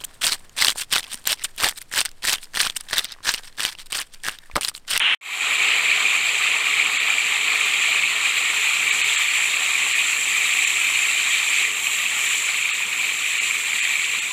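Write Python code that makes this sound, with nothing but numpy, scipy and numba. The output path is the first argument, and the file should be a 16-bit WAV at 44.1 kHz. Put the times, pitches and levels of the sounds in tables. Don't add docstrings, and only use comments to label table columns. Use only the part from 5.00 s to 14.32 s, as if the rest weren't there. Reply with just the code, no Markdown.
import sys
import numpy as np
from scipy import signal
from scipy.fft import rfft, irfft
from scipy.io import wavfile
from scipy.ndimage import uniform_filter1d
from numba import njit

SR = 44100
rng = np.random.default_rng(int(sys.argv[2]) if len(sys.argv) > 2 else 0)


def convert_level_to_amplitude(level_db):
    exponent = np.asarray(level_db, float) / 20
    return 10 ** exponent


def to_wav(s):
    ch = np.atleast_2d(s).T
    pcm = np.round(np.clip(ch, -1, 1) * 32767)
    wavfile.write(sys.argv[1], SR, pcm.astype(np.int16))


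N = 411012
CUT_S, RETURN_S = 0.1488, 0.211


def level(x, db):
    return x * convert_level_to_amplitude(db) / np.sqrt(np.mean(x ** 2))


def noise():
    return rng.standard_normal(N)


def colour(x, points):
    hz, db = np.transpose(points)
    grid_hz = np.maximum(np.arange(2049) * SR / 4096, 1)
    gain = convert_level_to_amplitude(np.interp(np.log(grid_hz), np.log(hz), db))
    cepstrum = irfft(np.log(gain))
    cepstrum[1:2048] *= 2
    cepstrum[2049:] = 0
    impulse = irfft(np.exp(rfft(cepstrum)))
    return signal.fftconvolve(x, impulse)[:N]


def walk(rate_hz):
    hold = int(SR / rate_hz)
    steps = np.repeat(rng.standard_normal(N // 100), hold)[:N]
    steps = uniform_filter1d(uniform_filter1d(steps, hold), hold)
    return 1.4 * (steps - uniform_filter1d(steps, 5 * hold))


# (frequency [Hz], gain [dB])
KITCHEN_SPECTRUM = [(15, -54.5), (25, -22.5), (49, -21), (119, -5), (274, -3.5), (350, -5), (480, -3.5),
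                    (580, -5.5), (730, -30)]


def kitchen():
    rumble = level(colour(noise(), KITCHEN_SPECTRUM), -53)
    return rumble * convert_level_to_amplitude(1.6 * walk(5.5) + 1.5 * walk(40))


@njit
def ring(start, hz, cycles, size, glide, length):
    out = np.zeros(length)
    for k in range(len(start)):
        span = cycles[k] * SR / hz[k]
        phase = 0.
        for i in range(min(int(4 * span), length - start[k])):
            u = i / span
            phase += 2 * np.pi * hz[k] * (1 + glide * u) / SR
            envelope = 2.7 * u * np.exp(-u) * np.exp(-.2 * u * u)
            out[start[k] + i] += size[k] * envelope * np.sin(phase)
    return out


def swarm(count, spread_db, cycles, hiss_db):
    when, pitch, big, long = rng.random((count, 4)).T
    hz = 250 + 15500 * pitch ** 1.5
    flat = np.sqrt(hz) * (pitch + .03) ** .25
    size = flat * convert_level_to_amplitude(-spread_db * np.log(big + .004))
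    bubbles = ring((when * N).astype(np.int64), hz, cycles * (.5 + long), size, .04, N)
    return level(bubbles, 0) + convert_level_to_amplitude(hiss_db) * noise()


# (frequency [Hz], gain [dB])
EARLY_SPECTRUM = [(120, -70), (200, -44), (286, -30), (563, -29.5), (612, -29), (817, -19.5), (1130, -17.5),
                  (3060, -3), (4160, -24), (4600, -38), (9710, -37.5), (11500, -64.5), (15000, -98.5),
                  (22000, -120)]


def earlier_shot():
    bubbles = swarm(count=70000, spread_db=2.5, cycles=1.44, hiss_db=1.0)
    return level(colour(bubbles, EARLY_SPECTRUM), -18) + level(noise(), -56)


def echoes(x, wet_db, t60_s):
    t = np.arange(int(.25 * SR)) / SR
    tail = rng.standard_normal(len(t)) * np.exp(-np.log(1000) * t / t60_s)
    tail /= np.sqrt(np.sum(tail ** 2))
    return x + convert_level_to_amplitude(wet_db) * signal.fftconvolve(x, tail)[:N]


# (time [s], middle bubbles [dB], small bubbles against middle [dB])
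BOIL = [(.5, -20.5, -11), (.8, -19.5, -12), (1.2, -20, -10.5), (1.8, -21, -11), (2.85, -20, -10),
        (3.05, -20.5, -10.5), (3.7, -21, -8), (4.1, -19.5, -8.5), (4.5, -21, -8), (5.4, -21.5, -6),
        (6.0, -21, -6.5), (6.62, -20.5, -7.5), (6.74, -24.5, -5.5), (7.35, -22, -5), (7.8, -25, -7.5),
        (8.4, -23.5, -6), (9.15, -23, -7.5), (9.32, -26.5, -5)]
SIZE_EDGES_HZ = (1550, 5150, 10300)
# (frequency [Hz], gain [dB])
COARSE_SPECTRUM = [(310, -55), (520, -26.5), (600, -31), (665, -24), (940, -22), (1160, -14), (1570, -19),
                   (1820, -10.5), (2380, -0.5), (2750, -6), (3400, -10.5), (4000, -13.5), (4650, -21.5),
                   (5200, -30)]
# (frequency [Hz], gain [dB])
FINE_SPECTRUM = [(2880, -46), (4900, -14), (5170, -19.5), (5420, -17.5), (6630, -9.5), (7150, -2.5),
                 (7470, 1), (8580, -12), (11700, -20), (13200, -20), (15400, -23)]
# (time [s], length [s], rise [dB])
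SPRAY_RISES = [
    (.22, .15, 5),
    (6.9, 0.14, 3.5),
    (7.95, .2, 2.5),
    (8.65, .1, 2),
]
LARGE_DB, LARGE_SINK_DB_PER_S, LARGE_FOLLOWS_BOIL = -34, 1.0, .3
SPRAY_DB, SPRAY_FOLLOWS_FINE = -13, 1.14
SURGE_DB, SURGES_PER_S = 0.55, 6.5


def frying(t):
    source = swarm(count=60000, spread_db=2.2, cycles=2.8, hiss_db=-2.5)
    source = echoes(source, wet_db=-11, t60_s=.3)
    shifted = np.roll(source, N // 2)
    coarse = rfft(colour(source, COARSE_SPECTRUM))
    fine = rfft(colour(shifted + convert_level_to_amplitude(1) * noise(), FINE_SPECTRUM))

    octave = np.log2(np.maximum(np.arange(len(fine)) * SR / N, 1))
    above = [np.clip((octave - np.log2(edge)) / .1 + .5, 0, 1) for edge in SIZE_EDGES_HZ]
    large = coarse * (1 - above[0])
    middle = coarse * above[0] * np.sqrt(1 - above[1])
    small = fine * np.sqrt(above[1]) * (1 - above[2])
    spray = fine * above[2]

    s, *columns = np.transpose(BOIL)
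    boil_db, fine_db = (np.interp(t, s, column) for column in columns)
    large_db = LARGE_DB - LARGE_SINK_DB_PER_S * t + LARGE_FOLLOWS_BOIL * (boil_db - boil_db.mean())
    small_db = boil_db + fine_db
    spray_db = small_db + SPRAY_DB + (SPRAY_FOLLOWS_FINE - 1) * (fine_db - fine_db.mean())
    for rise_s, length_s, rise_db in SPRAY_RISES:
        spray_db = spray_db + rise_db * np.exp(-((t - rise_s) / length_s) ** 2)

    surge_db = SURGE_DB * walk(SURGES_PER_S)
    ripple_db = 0.4 * walk(15) + 0.44 * walk(45)
    layers = (  # signal, level [dB], share of surge, flicker [dB]
        (large, large_db, 0.81, 1.2),
        (middle, boil_db, 1, .4),
        (small, small_db, 0.11, .6),
        (spray, spray_db, 0.31, .7))
    out = 0
    for part, db, share, flicker_db in layers:
        gain_db = db + share * surge_db + ripple_db + flicker_db * walk(18)
        out = out + level(irfft(part, N), 0) * convert_level_to_amplitude(gain_db)
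    return out


def gurgle(count=1400):
    when, pitch, big = rng.random((count, 3)).T
    hz = 800 * (1450 / 800) ** np.sqrt(pitch)
    size = hz * convert_level_to_amplitude(10 * big)
    bubbles = ring((when * N).astype(np.int64), hz, np.full(count, 4.5), size, .03, N)
    return level(bubbles, -43.5)


# (frequency [Hz], width [Hz], level [dB])
PAN_MODES = [(282, 14, -59), (400, 12, -57), (425, 10, -55.5), (460, 10, -58), (650, 16, -59),
             (758, 12, -55)]


def pan(t):
    modes = 0
    for hz, width_hz, db in PAN_MODES:
        mode = signal.lfilter(*signal.iirpeak(hz, hz / width_hz, SR), noise())
        modes = modes + level(mode, db)
    return modes * convert_level_to_amplitude(2.5 - 1.2 * t + 2.0 * walk(6))


# (time [s], peak level [dB], pitch [Hz])
POPS = [(0.5557, -9, 2340), (0.866, -7, 2390), (1.111, -9, 2500), (1.151, -7.5, 2250), (1.8968, -8, 2130),
        (1.9756, -8, 2180), (2.0729, -13, 2480), (2.323, -7, 2410), (2.481, -6, 2440), (2.7983, -4, 2330),
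        (3.036, -8, 2450), (3.2298, -9, 2540), (4.0689, -9, 2450), (4.3117, -4, 2360), (4.662, -8, 2520),
        (4.8516, -7.5, 2450), (5.6226, -5, 2300), (5.7013, -13, 2680), (5.7697, -7, 2520),
        (5.8453, -7, 2430), (5.9576, -5.5, 2380), (5.9902, -6.5, 2540), (6.6512, -5, 2270),
        (6.87, -3, 2560), (7.6894, -15, 2180), (7.939, -15, 2110), (8.5098, -8, 2340), (8.732, -8, 2160),
        (8.7707, -12, 2580), (8.852, -9, 2090)]


def pops(count=60):
    when_s = rng.random(count) * N / SR
    big, pitch = rng.standard_normal((count, 2)).T
    lesser = (when_s, -16 + 4 * big, 2380 + 140 * pitch)
    s, db, hz = np.hstack((np.transpose(POPS), lesser))
    return ring((s * SR).astype(np.int64), hz, np.full(len(s), 2.4), convert_level_to_amplitude(db - 1.5), 0.0098, N)


# (time [s], peak level [dB])
SPITS = [
    (0.7826, -29),
    (2.6614, -25),
    (3.3752, -28),
    (8.2861, -28),
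]


def spits():
    s, db = np.transpose(SPITS)
    ticks = np.zeros(N)
    ticks[(s * SR).astype(int)] = convert_level_to_amplitude(db + 1)
    decay = np.exp(-np.arange(600) / (0.0018 * SR))
    highpass = signal.butter(4, 10000, "high", fs=SR, output="sos")
    return np.convolve(ticks, decay)[:N] * signal.sosfilt(highpass, noise())


def scene():
    t = np.arange(N) / SR
    present = frying(t) + gurgle() + pan(t) + pops() + spits()
    shots = np.where(t < RETURN_S - .02, earlier_shot(), present)
    return (kitchen() + shots)[None]


STARVED_S = (1.988, 3.915, 4.031, 4.171, 4.937, 5.657, 7.724, 8.397, 8.815, 9.21)


def rounded_lines(x, step_db, starved_db):
    half, grid, top = 1024, 625, 720
    n = np.arange(2 * half) + .5
    window = np.sin(np.pi * n / (2 * half))
    cosines = np.cos(np.pi / half * np.outer(n + half / 2, n[:top]))
    basis = window[:, None] * cosines * np.sqrt(2 / half)
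    padded = np.pad(x, (2 * half - grid, 3 * half))
    blocks = padded[:len(padded) // half * half].reshape(-1, half)
    lines = np.hstack((blocks[:-1], blocks[1:])) @ basis

    step = convert_level_to_amplitude(step_db) * np.sqrt(uniform_filter1d(lines ** 2, size=9, axis=1)) + 1e-9
    lines = np.round(lines / step) * step
    starved = np.round((np.array(STARVED_S) * SR - grid) / half).astype(int) + 1
    lines[starved] *= np.abs(lines[starved]) > convert_level_to_amplitude(starved_db)

    frames = lines @ basis.T
    joined = frames[1:, :half] + frames[:-1, half:]
    return joined.ravel()[half - grid:half - grid + N]


def roll_off(x):
    return signal.sosfilt(signal.butter(12, 15710, fs=SR, output="sos"), x)


def record(dry):
    t = np.arange(N) / SR
    rounded = np.tanh(1.38 * dry[0]) / 1.466
    heard = rounded_lines(rounded, step_db=2.5, starved_db=-21)
    fade_out = np.clip((CUT_S - t) / .012 + 0.52, 0, 1) * (t < CUT_S)
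    remnant = convert_level_to_amplitude(-44) * np.clip((CUT_S + .028 - t) / .028, 0, 1) * (t >= CUT_S)
    fade_in = np.clip((t - RETURN_S) / 0.29 + 0.042, 0, 1) * (t > RETURN_S)
    mix = heard * (fade_out + remnant + fade_in)
    return roll_off(mix[None])


dry = scene()
out = record(dry)
to_wav(out)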